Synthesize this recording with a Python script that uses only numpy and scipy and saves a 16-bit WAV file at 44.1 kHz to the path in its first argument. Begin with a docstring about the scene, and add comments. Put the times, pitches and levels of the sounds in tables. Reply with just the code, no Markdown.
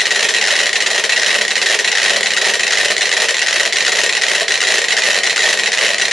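"""Thirty-two small clockwork metronomes tick out of step on a hanging foam board in a small room.
Each strikes twice a swing, with a slight limp: a sharp crack of filtered noise and clicks,
a short ring of the plastic case made of fading sines, and a dull knock of noise into the board.
Their rates differ slightly, so the ticks slide past each other in loose bunches.
The board hums along, the room adds short echoes, and a fast limiter holds down the peaks."""
import sys
import numpy as np
from scipy import signal
from scipy.fft import rfft, irfft
from scipy.io import wavfile
from scipy.ndimage import uniform_filter1d, minimum_filter1d

SR = 44100
rng = np.random.default_rng(int(sys.argv[2]) if len(sys.argv) > 2 else 0)


def store_pcm(level_fs):
    """Save levels as 16-bit WAV."""
    pcm = np.round(np.clip(level_fs, -1, 1) * 32767).astype(np.int16)
    wavfile.write(sys.argv[1], SR, np.atleast_2d(pcm).T)


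N = 269872  # length in samples

# Overtones of a plastic case, before each pallet's own variation:
# (multiple of the case pitch [ratio], level_db, t60_s)
CASE_MODES = [(0.88, 1.5, 0.0067), (0.995, 0.5, 0.11), (1.028, 17.5, 0.013), (1.4, 3.5, 0.027),
              (1.658, 2, 0.034), (2.07, -5, 0.056)]
# One row for each metronome, which ticks and tocks once in every full swing:
# (first_tick_s, tock_after_tick_s, swing_period_s)
METRONOMES = [(.054, .372, .7502), (.0605, .391, .7526), (.0665, .371, .7562), (.1065, .3565, .7551),
              (.1135, .3675, .7507), (.116, .3895, .7555), (.1175, .3555, .7493), (.123, .359, .751),
              (.1475, .39, .7557), (.1545, .359, .7537), (.158, .3325, .7548), (.1615, .4165, .7513),
              (.1755, .3415, .7563), (.192, .332, .7587), (.195, .4025, .7514), (.207, .356, .75),
              (.2095, .344, .7524), (.2265, .4035, .7577), (.2295, .3735, .7518), (.2315, .383, .7475),
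              (.2445, .345, .752), (.25, .4155, .7483), (.2875, .369, .7549), (.29, .38, .7489),
              (.2925, .342, .7495), (.3065, .363, .7458), (.336, .357, .7579), (.344, .3855, .7503),
              (.3485, .414, .7488), (.3635, .393, .7566), (.3815, .386, .7503), (.4125, .343, .7513)]


def undb(db):
    """Turn decibels into an amplitude factor."""
    return 10 ** (np.asarray(db) / 20)


def unit(x):
    """Scale to unit energy."""
    return x / np.sqrt(np.sum(x ** 2))


def fade(t, t60):
    """Free decay, 60 dB down after t60 seconds."""
    return np.exp(-np.log(1000) * t / t60)


def colour(x, points, size=2048):
    """Filter through (Hz, dB) points; the cepstrum gives a filter that never rings ahead of the sound."""
    hz, db = np.transpose(points)
    grid = np.maximum(np.fft.rfftfreq(size, 1 / SR), 1)
    log_gain = np.log(undb(np.interp(np.log(grid), np.log(hz), db)))
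    cepstrum = irfft(log_gain)
    # fold the second half onto the first
    cepstrum[1:size // 2] *= 2
    cepstrum[size // 2 + 1:] = 0
    response = irfft(np.exp(rfft(cepstrum)))
    return signal.fftconvolve(x, response)[:len(x)]


def add(track, sound, s):
    """Mix a sound into a track at time s, cutting off what falls outside."""
    start = int(round(s * SR))
    a, b = max(start, 0), min(start + len(sound), len(track))
    if b > a:
        track[a:b] += sound[a - start:b - start]


def room(sound, split_hz=4000, size=12000):
    """Diffuse reflections from near walls as heard from one spot (mid and side); the treble dies sooner."""
    low_t60_s, treble_t60_s, wall_gap_s = 0.3, 0.13, 0.0041
    t = np.arange(size) / SR
    noise = rng.standard_normal((2, size))
    lowpass = signal.butter(1, split_hz, fs=SR, output="sos")
    low = signal.sosfilt(lowpass, noise)
    tail = low * fade(t, low_t60_s) + (noise - low) * fade(t, treble_t60_s)
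    # the echo swells in after the direct sound
    response = tail * (1 - np.exp(-(t / wall_gap_s) ** 2))
    return [signal.fftconvolve(sound, unit(r)) for r in response]


def board_note(knocks):
    """The knocks keep the board's low modes humming."""
    # the board's own notes: (pitch_hz, level_db relative to the knocks, t60_s)
    board_modes = [(210, -21.3, 1.4), (416, -14.5, 0.66), (459, -13.5, 0.4), (578, -12, 0.12),
                   (667, -19.5, 0.25)]
    t = np.arange(SR) / SR
    out = np.zeros(N)
    for hz, db, t60 in board_modes:
        note = fade(t, t60) * np.cos(2 * np.pi * hz * t)
        hum = signal.fftconvolve(knocks, note)[:N]
        out += undb(db) * hum * knocks.std() / hum.std()
    return out


def sway_db(s):
    """The board sways with the mean beat: knocks land hardest once a beat, softest half a beat later."""
    depth_db, mean_beat_s, hardest_knock_s = 4.5, .376, .238
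    return depth_db * np.cos(2 * np.pi * (s - hardest_knock_s) / mean_beat_s)


def knock(t, t60=0.064):
    """The blow passes through the feet into the board: a short burst of noise in the board's colour."""
    # colour of a knock into the board: (frequency_hz, level_db)
    board_colour = [(30, -31), (70, -19.5), (105, -26.5), (160, -13), (240, -11), (290, -17), (380, 3),
                    (650, 5), (800, -0.5), (1200, -2.5), (2000, -13)]
    burst = rng.standard_normal(len(t)) * fade(t, t60)
    return unit(colour(burst, board_colour))


def ring(t, pitch_hz, traits, spread=0.026, rise_s=0.00018):
    """The case swells and rings briefly; the traits vary its overtones, their strength and damping."""
    strength_scatter_db, decay_scatter_doublings = 2.5, 0.3
    # turn each column on its side, so that every mode gets a row of samples
    ratio, db, t60 = np.transpose(CASE_MODES)[:, :, None]
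    tuning, strength, sustain = traits
    detune = 1 + spread * tuning * (ratio > 1.2)  # only the upper modes are mistuned
    own_t60 = t60 * 2 ** (decay_scatter_doublings * sustain)
    decay = undb(db + strength_scatter_db * strength) * fade(t, own_t60)
    modes = -decay * np.sin(2 * np.pi * pitch_hz * ratio * detune * t)
    return unit(modes.sum(axis=0) * (1 - np.exp(-t / rise_s)))


def crack(t, count=3):
    """The escape wheel hits its pallet, rebounds back and forth, each time weaker, and rattles out."""
    # colour of the escapement's crack: (frequency_hz, level_db)
    crack_colour = [(200, -22), (500, -32), (800, -60), (1200, -35.5), (1450, -8), (2000, 0), (2400, 2),
                    (2650, 0.5), (3250, 1), (3570, 0), (3950, 2.5), (4850, -3.5), (5200, -0.5), (5850, -1),
                    (6450, -5), (6850, -3), (7400, -4.5), (7900, -15.5), (8500, -10), (11500, -29.5)]
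    rebound_s, rebound_db = .0008, -1.5  # typical gap, and change of level at each rebound
    rattle_db, rattle_rise_s, rattle_t60_s = 2.5, .0002, .018  # level relative to the first click
    envelope = fade(t, rattle_t60_s) * (1 - np.exp(-t / rattle_rise_s))
    blow = undb(rattle_db) * unit(rng.standard_normal(len(t)) * envelope)
    gaps = rebound_s * rng.uniform(.65, 1.2, count)
    for k, s in enumerate(np.cumsum(gaps) - gaps):
        click = (-1) ** k * undb([k * rebound_db])  # one sample, flipping sign each time
        add(blow, click, s)
    return unit(colour(blow, crack_colour))


def strikes(first, period, jitter_s=.0002):
    """Times at which one pallet is struck: once a swing, almost evenly."""
    swings = np.arange(-1, int(N / SR / period) + 1)
    return first + period * swings + jitter_s * rng.standard_normal(len(swings))


def beats(ring_scatter_db=1, pallet_detune=0.011):
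    """All strikes as (s, ring dB, crack dB, pitch Hz, pallet); a clear tick takes over the nearest free beat."""
    # the ticks that stand out from the clatter: (start_s, level_db, case_pitch_hz)
    clear_ticks = [(0.0052, 2, 2010), (0.0151, 1, 1940), (0.0549, 1, 1860), (0.0677, -1, 1910),
                   (0.1069, 1, 1940), (0.1602, 4, 1900), (0.1943, -2, 1930), (0.2268, -3, 1880),
                   (0.2488, 5, 1870), (0.2898, 5, 1880), (0.3387, -1, 1900), (0.3461, 3, 1930),
                   (0.3638, 4, 1910), (0.3844, -1, 1870), (0.4123, 6, 2040), (0.4251, 1, 1860),
                   (0.4399, -1, 1850), (0.4525, -4, 1890), (0.4728, 0, 1830), (0.4827, 0, 1430),
                   (0.5055, 5, 1860), (0.5246, -1, 1860), (0.5541, 2, 1990), (0.5634, 3, 1880),
                   (0.5895, 4, 1920), (0.6027, 1, 1910), (0.631, -4, 1910), (0.6579, -2, 1880),
                   (0.6676, -1, 1970), (0.73, 3, 1890), (0.7559, 1, 1950), (0.8043, 3, 1900),
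                   (0.8231, 1, 1940), (0.8636, 1, 1830), (0.9132, -3, 2110), (0.9801, -4, 1910),
                   (1.0408, 3, 1860), (1.0978, 5, 1890), (1.121, 6, 1930), (1.1622, -2, 1960),
                   (1.1663, 2, 1960), (1.1759, 3, 1880), (1.1968, 0, 1950), (1.2326, -4, 1430),
                   (1.2614, 6, 1860), (1.3055, 0, 1980), (1.3129, 2, 1950), (1.3431, -1, 1960),
                   (1.3497, -2, 1930), (1.4116, -4, 2010), (1.4168, 0, 1880), (1.4803, 0, 1910),
                   (1.5064, -4, 1970), (1.5551, 4, 1870), (1.5792, -2, 2020), (1.6156, 3, 1860),
                   (1.6597, -3, 1900), (1.6667, 3, 1860), (1.6986, 0, 1830), (1.7154, -4, 1880),
                   (1.7432, -1, 1910), (1.7894, 4, 1840), (1.8465, 4, 1940), (1.8762, 4, 1950),
                   (1.9163, 5, 2040), (1.9276, -3, 1970), (1.952, -1, 1830), (1.9734, -4, 1830),
                   (1.9824, 0, 1430), (1.9998, -4, 1930), (2.0171, -2, 1970), (2.03, 5, 1860),
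                   (2.049, 0, 1840), (2.0591, 2, 1900), (2.0809, 1, 1890), (2.0955, 2, 1900),
                   (2.1034, 1, 1830), (2.1335, 2, 1880), (2.1657, 2, 1870), (2.2079, -4, 1930),
                   (2.2305, 4, 1950), (2.2588, 0, 1930), (2.2689, 1, 1930), (2.3054, 1, 1850),
                   (2.3354, 0, 1890), (2.3657, -2, 1830), (2.3739, 0, 1430), (2.4162, 1, 1850),
                   (2.4493, 2, 1880), (2.4572, 0, 1850), (2.4852, 0, 1900), (2.5008, -2, 1900),
                   (2.5373, -1, 1870), (2.5544, -2, 1850), (2.5962, 1, 1930), (2.6079, -4, 1920),
                   (2.6329, 5, 1920), (2.6674, 2, 1970), (2.6789, 2, 1860), (2.7067, -3, 2020),
                   (2.7222, 0, 1430), (2.7319, 0, 1430), (2.7548, -4, 1900), (2.7722, -1, 2030),
                   (2.783, 1, 1840), (2.8114, 1, 1870), (2.847, 1, 1860), (2.883, -2, 1880),
                   (2.9658, -2, 1920), (2.9801, 1, 2000), (3.0093, 2, 1840), (3.0184, 2, 1950),
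                   (3.0289, 0, 2010), (3.0555, 4, 1910), (3.0927, -3, 1940), (3.1157, -1, 1830),
                   (3.1266, 2, 2030), (3.138, -3, 1930), (3.1684, 3, 1880), (3.2012, -1, 1880),
                   (3.2194, 0, 1850), (3.2855, -2, 1900), (3.2908, 3, 1840), (3.3075, 0, 1900),
                   (3.3435, 1, 1970), (3.3926, 0, 1930), (3.4171, -1, 1990), (3.4211, 0, 1920),
                   (3.429, -2, 1950), (3.463, -4, 1860), (3.4838, 0, 1430), (3.5293, 0, 1920),
                   (3.5616, 2, 1940), (3.5977, 1, 1950), (3.6323, -3, 1900), (3.7247, -1, 1930),
                   (3.7304, 1, 2020), (3.7583, -3, 1830), (3.7688, 2, 1980), (3.7844, 1, 1980),
                   (3.8056, 5, 1850), (3.8246, -4, 1860), (3.8493, 1, 1890), (3.866, 2, 1830),
                   (3.8793, 0, 1430), (3.9193, 2, 2080), (3.9884, 1, 1900), (4.0045, -3, 1940),
                   (4.0151, 0, 1880), (4.0348, 1, 1880), (4.0622, 1, 1880), (4.0942, 3, 2000),
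                   (4.1258, -3, 1920), (4.1507, 1, 1980), (4.1686, 2, 2000), (4.2197, 0, 1960),
                   (4.2347, 0, 1430), (4.2662, -3, 1880), (4.2834, 3, 2100), (4.349, 0, 1910),
                   (4.4083, -3, 1830), (4.4825, 5, 1930), (4.5068, -2, 1840), (4.5198, 4, 1930),
                   (4.54, 2, 1940), (4.555, -2, 1860), (4.5764, -4, 1880), (4.6047, 0, 1910),
                   (4.6149, -4, 1920), (4.6283, -2, 1430), (4.6369, -4, 1960), (4.6498, 1, 1870),
                   (4.6704, 1, 1960), (4.6769, -1, 1910), (4.6872, -2, 1940), (4.7209, 0, 1850),
                   (4.7406, 4, 1870), (4.7839, -3, 1830), (4.8173, -1, 1860), (4.8464, -2, 1930),
                   (4.8841, 3, 1940), (4.9061, 4, 1950), (4.9215, 5, 2120), (4.9276, -1, 1930),
                   (4.9669, -1, 1830), (4.9751, -3, 1830), (4.9847, -2, 1430), (5.0205, 1, 1870),
                   (5.0353, 4, 2000), (5.0639, -1, 1980), (5.0863, -4, 1900), (5.1034, 2, 1840),
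                   (5.1444, 0, 1880), (5.156, -3, 1860), (5.1641, -1, 1850), (5.1871, 0, 1880),
                   (5.2339, 4, 1970), (5.2417, -3, 1900), (5.2561, -4, 2060), (5.2652, 0, 1840),
                   (5.2717, 1, 1940), (5.2966, 2, 1930), (5.3055, 2, 1900), (5.3609, 1, 2020),
                   (5.3782, 1, 1430), (5.3922, 2, 1970), (5.4043, 3, 1880), (5.4205, 0, 1980),
                   (5.4312, 3, 1830), (5.4406, 0, 1860), (5.4617, 0, 1890), (5.4901, 5, 1970),
                   (5.528, 0, 1910), (5.574, -4, 1870), (5.5954, 5, 1930), (5.6349, -2, 1840),
                   (5.6592, 3, 1910), (5.6718, 0, 2060), (5.7188, -3, 1850), (5.731, -2, 1910),
                   (5.774, -3, 1880), (5.783, -2, 1920), (5.7884, 0, 1990), (5.812, 2, 2020),
                   (5.8477, -1, 2100), (5.8638, 2, 1850), (5.8814, -2, 1880), (5.9039, 1, 1880),
                   (5.9444, -2, 1860), (5.9829, 0, 1970), (6.0139, 2, 1920), (6.019, 5, 1910),
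                   (6.0528, -2, 1990), (6.0822, -3, 1870)]
    case_hz, other_db, other_scatter_db = 1880, -5.5, 2  # the ticks within the clatter
    low_case_hz, low_case_db = 1700, -5  # clear ticks pitched below this ring more weakly
    rows = []
    for number, (first, tock_s, period) in enumerate(METRONOMES):
        for half, start in enumerate((first, first + tock_s)):
            own_hz = case_hz * (1 + pallet_detune * rng.standard_normal())
            for s in strikes(start, period):
                db = other_db + other_scatter_db * rng.standard_normal()
                rows.append((s, db, db, own_hz, 2 * number + half))
    rows = np.array(rows)
    free = np.ones(len(rows), bool)
    for s, db, hz in clear_ticks:
        k = np.argmin(np.where(free, np.abs(rows[:, 0] - s), np.inf))
        ring_db = db + ring_scatter_db * rng.standard_normal() + low_case_db * (hz < low_case_hz)
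        rows[k, :4] = s, ring_db, db, hz
        free[k] = False
    return rows


def metronomes(knock_scatter_db=2.5, variety=0.5, spacing=0.97):
    """Every pallet repeats its own tick and echo, the tick varying a little; returns mid, side and knocks."""
    direct_ring_db, direct_crack_db, direct_knock_db = 11.5, 12, -4
    echo_ring_db, echo_crack_db, echo_knock_db = -0.3, 5.8, -1
    echo_share = 0.6  # loud and soft ticks differ less in the echo than close up
    t = np.arange(3072) / SR
    mid, side, knocks = np.zeros((3, N))
    places = spacing * rng.permutation(np.linspace(-1, 1, len(METRONOMES)))  # across the board
    rows = beats()
    for pallet, place in enumerate(np.repeat(places, 2)):
        # tick and tock each have a voice of their own
        own = rows[rows[:, 4] == pallet, :4]
        traits = rng.standard_normal((3, len(CASE_MODES), 1))
        own_crack, own_knock = crack(t), knock(t)
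        own_ring = ring(t, np.mean(own[:, 3]), traits)
        echo_source = undb(echo_crack_db) * own_crack + undb(echo_ring_db) * own_ring
        echo_source = echo_source + undb(echo_knock_db) * own_knock
        echo_mid, echo_side = room(echo_source)
        for s, ring_db, crack_db, pitch_hz in own:
            # a new tooth of the wheel strikes each time
            new_crack = unit(own_crack + variety * crack(t))
            tick = undb(direct_ring_db + ring_db) * ring(t, pitch_hz, traits)
            tick = tick + undb(direct_crack_db + crack_db) * new_crack
            echo_gain = undb(echo_share * crack_db)
            add(mid, tick, s)
            add(mid, echo_gain * echo_mid, s)
            add(side, place * tick, s)
            add(side, echo_gain * echo_side, s)
            knock_db = direct_knock_db + sway_db(s) + knock_scatter_db * rng.standard_normal()
            add(knocks, undb(knock_db) * own_knock, s)
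    return mid, side, knocks


def scene():
    """Ticks and board in front, the room around them; how wide it sounds depends on the frequency."""
    # stereo width, as a filter on the side signal: (frequency_hz, gain_db)
    width = [(60, -1), (190, -6.5), (500, -18), (1900, -12.5), (3500, -15.5), (6000, -5.5), (7300, -4.5),
             (8300, 8), (11000, -4.5)]
    mid, side, knocks = metronomes()
    mid = mid + knocks + board_note(knocks)
    side = colour(side, width)
    return np.array([mid + side, mid - side])


def record(dry, ceiling=0.87, hold_s=0.001, low_cut_hz=80, top_hz=11200):
    """A fast limiter turns down the loudest peaks in both channels alike; then bass and top are cut."""
    size = max(int(hold_s * SR), 2)
    peak = np.abs(dry).max(axis=0)
    needed = np.minimum(1, ceiling / (peak + 1e-9))
    gain = minimum_filter1d(needed, size)
    # smooth twice, so that the gain glides
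    gain = uniform_filter1d(uniform_filter1d(gain, size // 2), size // 2)
    bass_cut = signal.butter(2, low_cut_hz, "high", fs=SR, output="sos")
    top_cut = signal.ellip(8, .1, 80, top_hz, fs=SR, output="sos")
    return signal.sosfiltfilt(top_cut, signal.sosfilt(bass_cut, dry * gain))


dry = scene()
out = record(dry)
store_pcm(out)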